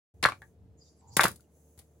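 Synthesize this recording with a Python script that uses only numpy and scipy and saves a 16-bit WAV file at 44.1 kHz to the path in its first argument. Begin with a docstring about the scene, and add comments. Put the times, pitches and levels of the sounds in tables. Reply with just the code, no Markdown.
"""A cardboard crocodile jaw snaps shut twice on a table, close up in a small, dry room.
The hollow jaw claps, bounces and rings; each blow thumps the table. With each snap a small
plastic toy is tossed in and clatters. Between snaps, card rubs on card as the jaw is raised.
At the end a hand touches the toy. Low hum, rumble and faint hiss underneath."""
import sys
import numpy as np
from scipy import signal
from scipy.fft import rfft, irfft
from scipy.io import wavfile

SR = 44100
rng = np.random.default_rng(int(sys.argv[2]) if len(sys.argv) > 2 else 0)


def pcm_store(signal):
    """Save signal as 16-bit PCM."""
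    levels = np.round(np.clip(np.atleast_2d(signal), -1, 1) * 32767)
    wavfile.write(sys.argv[1], SR, levels.astype(np.int16).T)


N = 88200
TIME_S = np.arange(N) / SR
FFT_SIZE = 2 ** 17
BIN_HZ = np.maximum(np.arange(FFT_SIZE // 2 + 1) * SR / FFT_SIZE, 1)

# Reverb gain (frequency [Hz], gain [dB])
ROOM_GAIN = [(100, -1.5), (300, -7.5), (800, -7), (1500, -7.5), (3000, -5.5), (6000, -8), (14000, -10)]
# Reverb decay (frequency [Hz], T60 [s])
ROOM_DECAY = [(100, .24), (400, .17), (1400, 0.098), (4000, 0.15), (14000, .19)]
# Diffuse field (frequency [Hz], left-right correlation [-])
CORRELATION = [(100, .92), (500, 0.84), (1200, .4), (2500, .1), (5000, 0.29), (14000, -.15)]
# Room tone (frequency [Hz], relative density [dB])
ROOM_TONE_SPECTRUM = [(40, -14.5), (100, -10.5), (170, -0.5), (240, -3), (330, -3.5), (470, -6),
                      (700, -11.5), (1100, -22.5), (2500, -30.5), (16000, -40)]
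# Hum lines (frequency [Hz], nominal rms level [dB])
HUM_LINES = [(75.4, -64), (150.7, -74.5), (451, -75)]
# Rumble (frequency [Hz], relative density [dB])
RUMBLE_SPECTRUM = [(25, -15), (48, -10), (75, 6), (115, -0.5), (170, -10.5), (300, -20), (1000, -62)]
# Rumble, swelling with handling (time [s], level [dB])
RUMBLE_ENVELOPE = [(0.15, -61), (0.21, -53.5), (0.34, -64), (0.44, -61.5), (0.56, -60.5), (0.65, -51.5),
                   (0.79, -62), (0.87, -71), (1.02, -67), (1.13, -52), (1.42, -69.5), (1.7, -76.5),
                   (2.0, -67)]
# Hiss (frequency [Hz], relative density [dB])
HISS_SPECTRUM = [(3000, -22.5), (5400, -12), (6200, 3), (7800, 0), (9000, -7), (10800, 4.5), (12500, -6.5),
                 (15500, 0)]
# Hiss (time [s], level [dB])
HISS_ENVELOPE = [(0.15, -80.5), (0.33, -74.5), (0.48, -71), (0.6, -97), (1.3, -96.5), (1.42, -69.5),
                 (1.48, -81.5), (1.56, -69.5), (1.72, -69.5), (1.86, -75.5), (2.0, -77)]
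# Card friction (frequency [Hz], relative density [dB])
RUB_SPECTRUM = [(2500, -34.5), (4100, -16), (4700, 3.5), (5400, -3), (6600, -0.5), (7400, 0), (8000, -16.5),
                (11000, -18.5), (15500, -28.5)]
# Card friction (time [s], relative level [dB])
RUB_ENVELOPE = [(0.77, -105), (0.795, -74.5), (0.828, -67.5), (0.88, -64), (0.946, -75), (1.08, -80),
                (1.11, -67), (1.13, -58), (1.16, -55.5), (1.18, -105)]
# Drone of the raised jaw (frequency [Hz], relative density [dB])
DRONE_SPECTRUM = [(600, -37), (800, 1.5), (920, 0.5), (1050, -10), (1400, -35.5)]
# Drone of the raised jaw (time [s], level [dB])
DRONE_ENVELOPE = [(1.0, -100), (1.02, -66), (1.16, -63.5), (1.18, -100)]
# Friction squeaks (time [s], length [s], rms level [dB], pitch [Hz])
RUB_SQUEAKS = [(0.765, 0.062, -72, 6854), (0.80, .05, -66.5, 4870), (0.844, 0.062, -80.5, 3760),
               (0.86, 0.11, -86, 10000), (0.94, 0.075, -82.5, 10720), (0.973, 0.06, -75, 7740),
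               (1.063, 0.055, -66, 7030), (1.096, 0.062, -73, 4500)]
# Blows on the table (time [s], level [dB], pitch [Hz])
TABLE_THUMPS = [(0.232, -28.5, 200), (0.2522, -18.5, 480), (0.2545, -26.5, 120), (0.2568, -20, 328),
                (0.304, -52, 120), (0.414, -51, 118.5), (0.642, -51, 118), (1.1685, -16, 420),
                (1.172, -25, 128.9), (1.1945, -19.5, 600), (1.2255, -25, 600), (1.2362, -26.5, 480),
                (1.2392, -23, 400), (1.2443, -20, 523), (1.2482, -24.5, 170), (1.2501, -15.5, 429),
                (1.28, -36, 140), (1.311, -40.5, 426), (1.313, -43, 130), (1.777, -43, 90)]
# Pitched contacts (time [s], level [dB], pitch [Hz])
CONTACT_PINGS = [(0.2300, -34, 2210), (0.2330, -26, 1100), (0.2403, -15.5, 4180), (1.2077, -17, 3630),
                 (1.3970, -62.5, 1410), (1.4070, -63.5, 4730), (1.4430, -72, 2847)]
# Toy and card-edge contacts
# (time [s], chatter [s], relative level [dB], knock gain [dB], treble gain [dB], left over right [dB])
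CONTACTS = [(0.2276, 0.00075, -8.5, -12, -9.5, 2), (0.2297, 0.00091, -7.5, -2.5, -28, 5),
            (0.235, 0.009, -15, 2, -13.5, 1), (0.2368, 0.00073, -19, -4, -9.5, 30.5),
            (0.2395, 0.0037, -1.5, -6, -33, -3.5), (0.2569, 0.0039, -12, 12.5, -2, 1.5),
            (0.2868, 0.0034, -17, 1, -14, -4), (0.2979, 0.0022, -28, 6, -5.5, 8),
            (0.3204, 0.0053, -26.5, 2.5, -18, -2), (0.3510, 0.0016, -46, 0, -8, 0),
            (0.4188, 0.0021, -39, 4, -4, 3), (1.0095, 0.00066, -58, 1, -10, 3),
            (1.1365, .001, -51, -10.5, 9, 4), (1.1667, 0.006, -9, -10, 7.5, 0.5),
            (1.1690, 0.0027, -6.5, -2.5, 8, 1.5), (1.2066, 0.0047, -6, 4.5, -10, -0.5),
            (1.2110, 0.0016, -4, 0.5, -1, 5), (1.2342, 0.0017, -5.5, 2.5, -2, 3),
            (1.2383, 0.0072, -4, 5.5, 4, -1.5), (1.2545, 0.0073, -15, 6.5, 6.5, 4),
            (1.266, 0.0013, -23.5, -11, -11, 2.5), (1.2815, 0.0033, -25, -23.5, 14, 2.5),
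            (1.3153, 0.0022, -50.5, -6, 26, 0), (1.3290, .003, -52.5, 1, 5, 0),
            (1.359, 0.0053, -55.5, 8, 26.5, 4), (1.4065, .002, -59.5, -5.5, 17.5, 11),
            (1.7767, .014, -47, 3, 11, 3.5), (1.7898, 0.01, -44, 6.5, 19, 2.5),
            (1.815, 0.014, -55.5, 10, -3, 2)]
# Plastic contact colour (frequency [Hz], gain [dB])
PLASTIC_SPECTRUM = [(100, -13.5), (400, 0), (700, 5), (1300, -0.5), (2100, 4), (2800, -2.5), (3900, -0.5),
                    (5000, -2.5), (6200, -7), (7400, -3), (8600, -7), (9700, 1), (11500, -4.5), (15500, -9)]
# Toy resonances (frequency [Hz], relative level [dB], T60 [s])
PLASTIC_MODES = [(3650, -41, 0.023), (3950, -41.5, .06), (4750, -45.5, .08), (7420, -46, 0.03),
                 (9000, -37.5, 0.035), (9700, -41, .06), (11450, -44.5, .08)]
# Hollow jaw resonances (frequency [Hz], relative level [dB], T60 before cap [s])
JAW_MODES = [(355, -35, 0.04), (564, -29, 0.24), (758, -33.5, .14), (894, -36, .13), (1104, -29, 0.094),
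             (1165, -26.5, 0.11), (1260, -30.5, 0.27), (1411, -26.5, 0.13), (1526, -23.5, 0.067),
             (1648, -31, 0.13), (1782, -28.5, 0.13), (1935, -29, 0.11), (2113, -25, .12),
             (2400, -30.5, .11)]
# Jaw claps and bounces (time [s], relative level [dB], pitch [Hz], ring gain [dB], width [oct])
JAW_CLAPS = [(0.2527, 1, 1530, -13, .9), (0.2556, -14.5, 1470, -11, 0.59), (0.2583, -20.5, 1230, -27, 0.54),
             (0.2605, -14, 1260, 1, 0.35), (0.2655, -18.5, 1500, -19, 0.28), (0.2886, -20, 1130, -14, 0.22),
             (0.2985, -30, 1500, -5, 0.86), (0.3216, -25.5, 1265, -8.5, 0.71),
             (0.3222, -34.5, 2340, 3, 0.15), (0.4200, -51.5, 862, 21.5, 0.44), (0.4204, -37, 1720, 1, 0.34),
             (0.4285, -43, 1740, -9.5, .18), (0.4345, -46.5, 1720, -5.5, 0.25),
             (1.1716, -15.5, 985, 5.5, 1.4), (1.1951, 2, 1407, -2.5, 1.19), (1.2114, -10, 1500, -0.5, .9),
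             (1.2260, -17, 1000, -7, 1.2), (1.2397, -15.5, 910, -5, .9), (1.2554, -7, 1344, -25, 0.7),
             (1.2684, -17.5, 1590, -1.5, .8)]


def from_db(db):
    """Decibels to gain."""
    return 10 ** (np.asarray(db) / 20)


def unit(x):
    """Unit energy per channel."""
    return x / np.sqrt(np.sum(x ** 2, axis=-1, keepdims=True) + 1e-20)


def at_hz(points, hz):
    """Table lookup on a log-frequency axis."""
    point_hz, value = np.transpose(points)
    return np.interp(np.log(hz), np.log(point_hz), value)


def envelope(points):
    """Gain over time from a dB curve."""
    return from_db(np.interp(TIME_S, *np.transpose(points)))


def pan(pan_db):
    """Left and right gains."""
    return from_db(np.array([[.5], [-.5]]) * pan_db)


def add(track, start_s, sound):
    """Mix in at start_s."""
    i = int(round(start_s * SR))
    track[..., i:i + sound.shape[-1]] += sound[..., :N - i]


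def butter(x, hz, kind, order=2):
    """Causal Butterworth filter."""
    sos = signal.butter(order, np.clip(hz, 10, .45 * SR), kind, fs=SR, output="sos")
    return signal.sosfilt(sos, x + 1e-18)


def coloured(x, spectrum):
    """Minimum-phase filter following a spectrum."""
    cepstrum = irfft(np.log(from_db(at_hz(spectrum, BIN_HZ))))[:FFT_SIZE // 2]
    cepstrum[1:] *= 2
    return irfft(rfft(x, FFT_SIZE) * np.exp(rfft(cepstrum, FFT_SIZE)))[..., :N]


def stereo(pair, correlation):
    """Two independent signals as mid and side."""
    mid = np.sqrt(1 + correlation) * pair[0]
    side = np.sqrt(1 - correlation) * pair[1]
    return (mid + side * np.array([[1], [-1]])) / np.sqrt(2)


def noise(spectrum):
    """Stereo noise, rms 1: narrow bass, wide treble."""
    bins = stereo(rfft(rng.standard_normal((2, FFT_SIZE))), at_hz(CORRELATION, BIN_HZ))
    return unit(irfft(bins * from_db(at_hz(spectrum, BIN_HZ)))[:, :N]) * np.sqrt(N)


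def damped_sine(t, hz, db, t60_s, phase_rad=0):
    """One decaying mode."""
    return from_db(db - 60 * t / t60_s) * np.sin(2 * np.pi * hz * t + phase_rad)


def background(start_s=.139, fade_s=.003, waver_db=2.5, room_tone_db=-67.5):
    """Wavering hum, handling rumble, room tone and hiss."""
    drift_db = waver_db * np.interp(TIME_S, np.linspace(0, 2, 20), rng.standard_normal(20))
    hum = sum(np.sqrt(2) * from_db(db + drift_db) * np.sin(2 * np.pi * (hz * TIME_S + rng.random()))
              for hz, db in HUM_LINES)
    rumble = envelope(RUMBLE_ENVELOPE) * noise(RUMBLE_SPECTRUM)
    room_tone = from_db(room_tone_db) * noise(ROOM_TONE_SPECTRUM)
    hiss = envelope(HISS_ENVELOPE) * noise(HISS_SPECTRUM)
    fade_in = np.clip((TIME_S - start_s) / fade_s, 0, 1)
    return fade_in * (hum + rumble + room_tone + hiss)


def room(x, delay_s=.0035):
    """Short diffuse tail, one decay rate per octave."""
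    t, response = TIME_S[:SR // 2], 0
    edges_hz = np.geomspace(70, 18000, 9)
    for low_hz, high_hz in zip(edges_hz, edges_hz[1:]):
        hz = np.sqrt(low_hz * high_hz)
        decay = from_db(-60 * t / at_hz(ROOM_DECAY, hz)) * (t > delay_s)
        band = butter(rng.standard_normal((2, len(t))), [low_hz, high_hz], "band") * decay
        gain = from_db(at_hz(ROOM_GAIN, hz)) * np.sqrt(2 * (high_hz - low_hz) / SR)
        response += gain * unit(stereo(unit(band), at_hz(CORRELATION, hz)))
    return signal.fftconvolve(x, response, axes=1)[:, :N]


def card_rub(rough_hz=120, rough_db=.5, friction_db=-1.5, squeak_log_width=.042):
    """Card slides on card as the jaw opens: friction noise, faint drone, narrow squeaks."""
    catches = unit(butter(rng.standard_normal(N), rough_hz, "low")) * np.sqrt(N)
    friction = envelope(RUB_ENVELOPE) * from_db(rough_db * catches + friction_db) * noise(RUB_SPECTRUM)
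    drone = envelope(DRONE_ENVELOPE) * noise(DRONE_SPECTRUM)
    out = (friction + drone) * (TIME_S > RUB_ENVELOPE[0][0])
    for start_s, length_s, db, hz in RUB_SQUEAKS:
        n = int(length_s * SR)
        band_hz = hz * np.exp([-squeak_log_width, squeak_log_width])
        squeak = butter(rng.standard_normal((2, SR // 4))[:, :n], band_hz, "band")
        add(out, start_s, from_db(db) * np.sqrt(n) * unit(squeak * np.hanning(n)))
    return out


def table_thumps(t60_cycles=5, lowpass_hz=900):
    """The weight of a blow thumps the table: dull, gone in a few cycles."""
    out, t = np.zeros(N), TIME_S[:SR // 10]
    for start_s, db, hz in TABLE_THUMPS:
        add(out, start_s, damped_sine(t, hz, db, t60_cycles / hz))
    return butter(out, lowpass_hz, "low")


def pings(t60_cycles=53):
    """A struck toy or edge rings briefly at one pitch."""
    out, t = np.zeros(N), TIME_S[:SR // 10]
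    for start_s, db, hz in CONTACT_PINGS:
        add(out, start_s, damped_sine(t, hz, db, t60_cycles / hz))
    return out


def toy_ring(x, ring_db=-7.5):
    """Small plastic parts ring on in a few high modes."""
    t = TIME_S[:SR // 5]
    response = sum(damped_sine(t, hz, db, t60_s) for hz, db, t60_s in PLASTIC_MODES)
    return x + from_db(ring_db) * signal.fftconvolve(x, response[None], axes=1)[:, :N]


def toy_clatter(clicks_per_s=18000, ring_t60_s=.04, ring_db=-3, knock_hz=2300, treble_hz=5900,
                gain_db=6.5):
    """Each contact: a chatter of tiny clicks, then a short, dense ring of the plastic."""
    out, t = np.zeros((2, N)), TIME_S[:SR // 20]
    for start_s, chatter_s, db, knock_db, treble_db, pan_db in CONTACTS:
        clicks, ring = rng.standard_normal((2, 2, len(t)))
        clicks *= (rng.random(len(t)) < clicks_per_s / SR) * np.exp(-(t / chatter_s) ** 2)
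        ring *= from_db(-60 * t / ring_t60_s)
        pair = unit(clicks) + from_db(ring_db) * unit(ring)
        narrow, wide = stereo(pair, correlation=.7), stereo(pair, correlation=.1)
        knock = from_db(knock_db) * butter(narrow, knock_hz, "low")
        middle = butter(butter(wide, knock_hz, "high"), treble_hz, "low")
        treble = from_db(treble_db) * butter(wide, treble_hz, "high")
        contact = knock - middle + treble  # inverted middle avoids crossover notches
        add(out, start_s, from_db(db + gain_db) * pan(pan_db) * contact)
    return toy_ring(coloured(out, PLASTIC_SPECTRUM))


def jaw_claps(flex_cycles=.42, flex_db=-1.5, flex_pan_db=2.6, max_t60_s=.17):
    """Each clap flexes the card briefly and rings the shell modes near its pitch."""
    direct, shell, t = np.zeros(N), np.zeros((2, N)), TIME_S[:SR // 3]
    mode_hz, mode_db, t60_s = np.transpose(JAW_MODES)[:, :, None, None]
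    polarity_rad = np.pi * np.arange(len(JAW_MODES))[:, None, None]
    phase_rad = polarity_rad + rng.normal(0, .46, (len(JAW_MODES), 2, 1))
    modes = damped_sine(t, mode_hz, mode_db, np.minimum(t60_s, max_t60_s), phase_rad)
    lag_s = np.arange(-.01, .01, 1 / SR)
    for time_s, db, hz, ring_db, width_oct in JAW_CLAPS:
        sigma_s = flex_cycles / (hz * width_oct)
        flex = -np.cos(2 * np.pi * hz * lag_s) * np.exp(-.5 * (lag_s / sigma_s) ** 2)
        add(direct, time_s + lag_s[0], from_db(db + flex_db) * flex)
        coupling = np.exp(-.5 * (np.log2(mode_hz / hz) / width_oct) ** 2)
        add(shell, time_s, from_db(db + ring_db) * np.sum(coupling * modes, axis=0))
    return direct * pan(flex_pan_db) + shell


def scene(thump_send_db=-2.5):
    """Impacts with reverb, over rub and background."""
    impacts = jaw_claps() + toy_clatter() + pings()
    thumps = table_thumps()
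    reverb = room(impacts + from_db(thump_send_db) * thumps)
    return impacts + thumps + reverb + card_rub() + background()


def record(dry, low_cut_hz=68, stopband_hz=16500):
    """Low cut, clip at full scale, steep high cut."""
    clipped = np.clip(butter(dry, low_cut_hz, "high", order=4), -1, 1)
    return signal.sosfiltfilt(signal.cheby2(14, 50, stopband_hz, fs=SR, output="sos"), clipped)


dry = scene()
out = record(dry)
pcm_store(out)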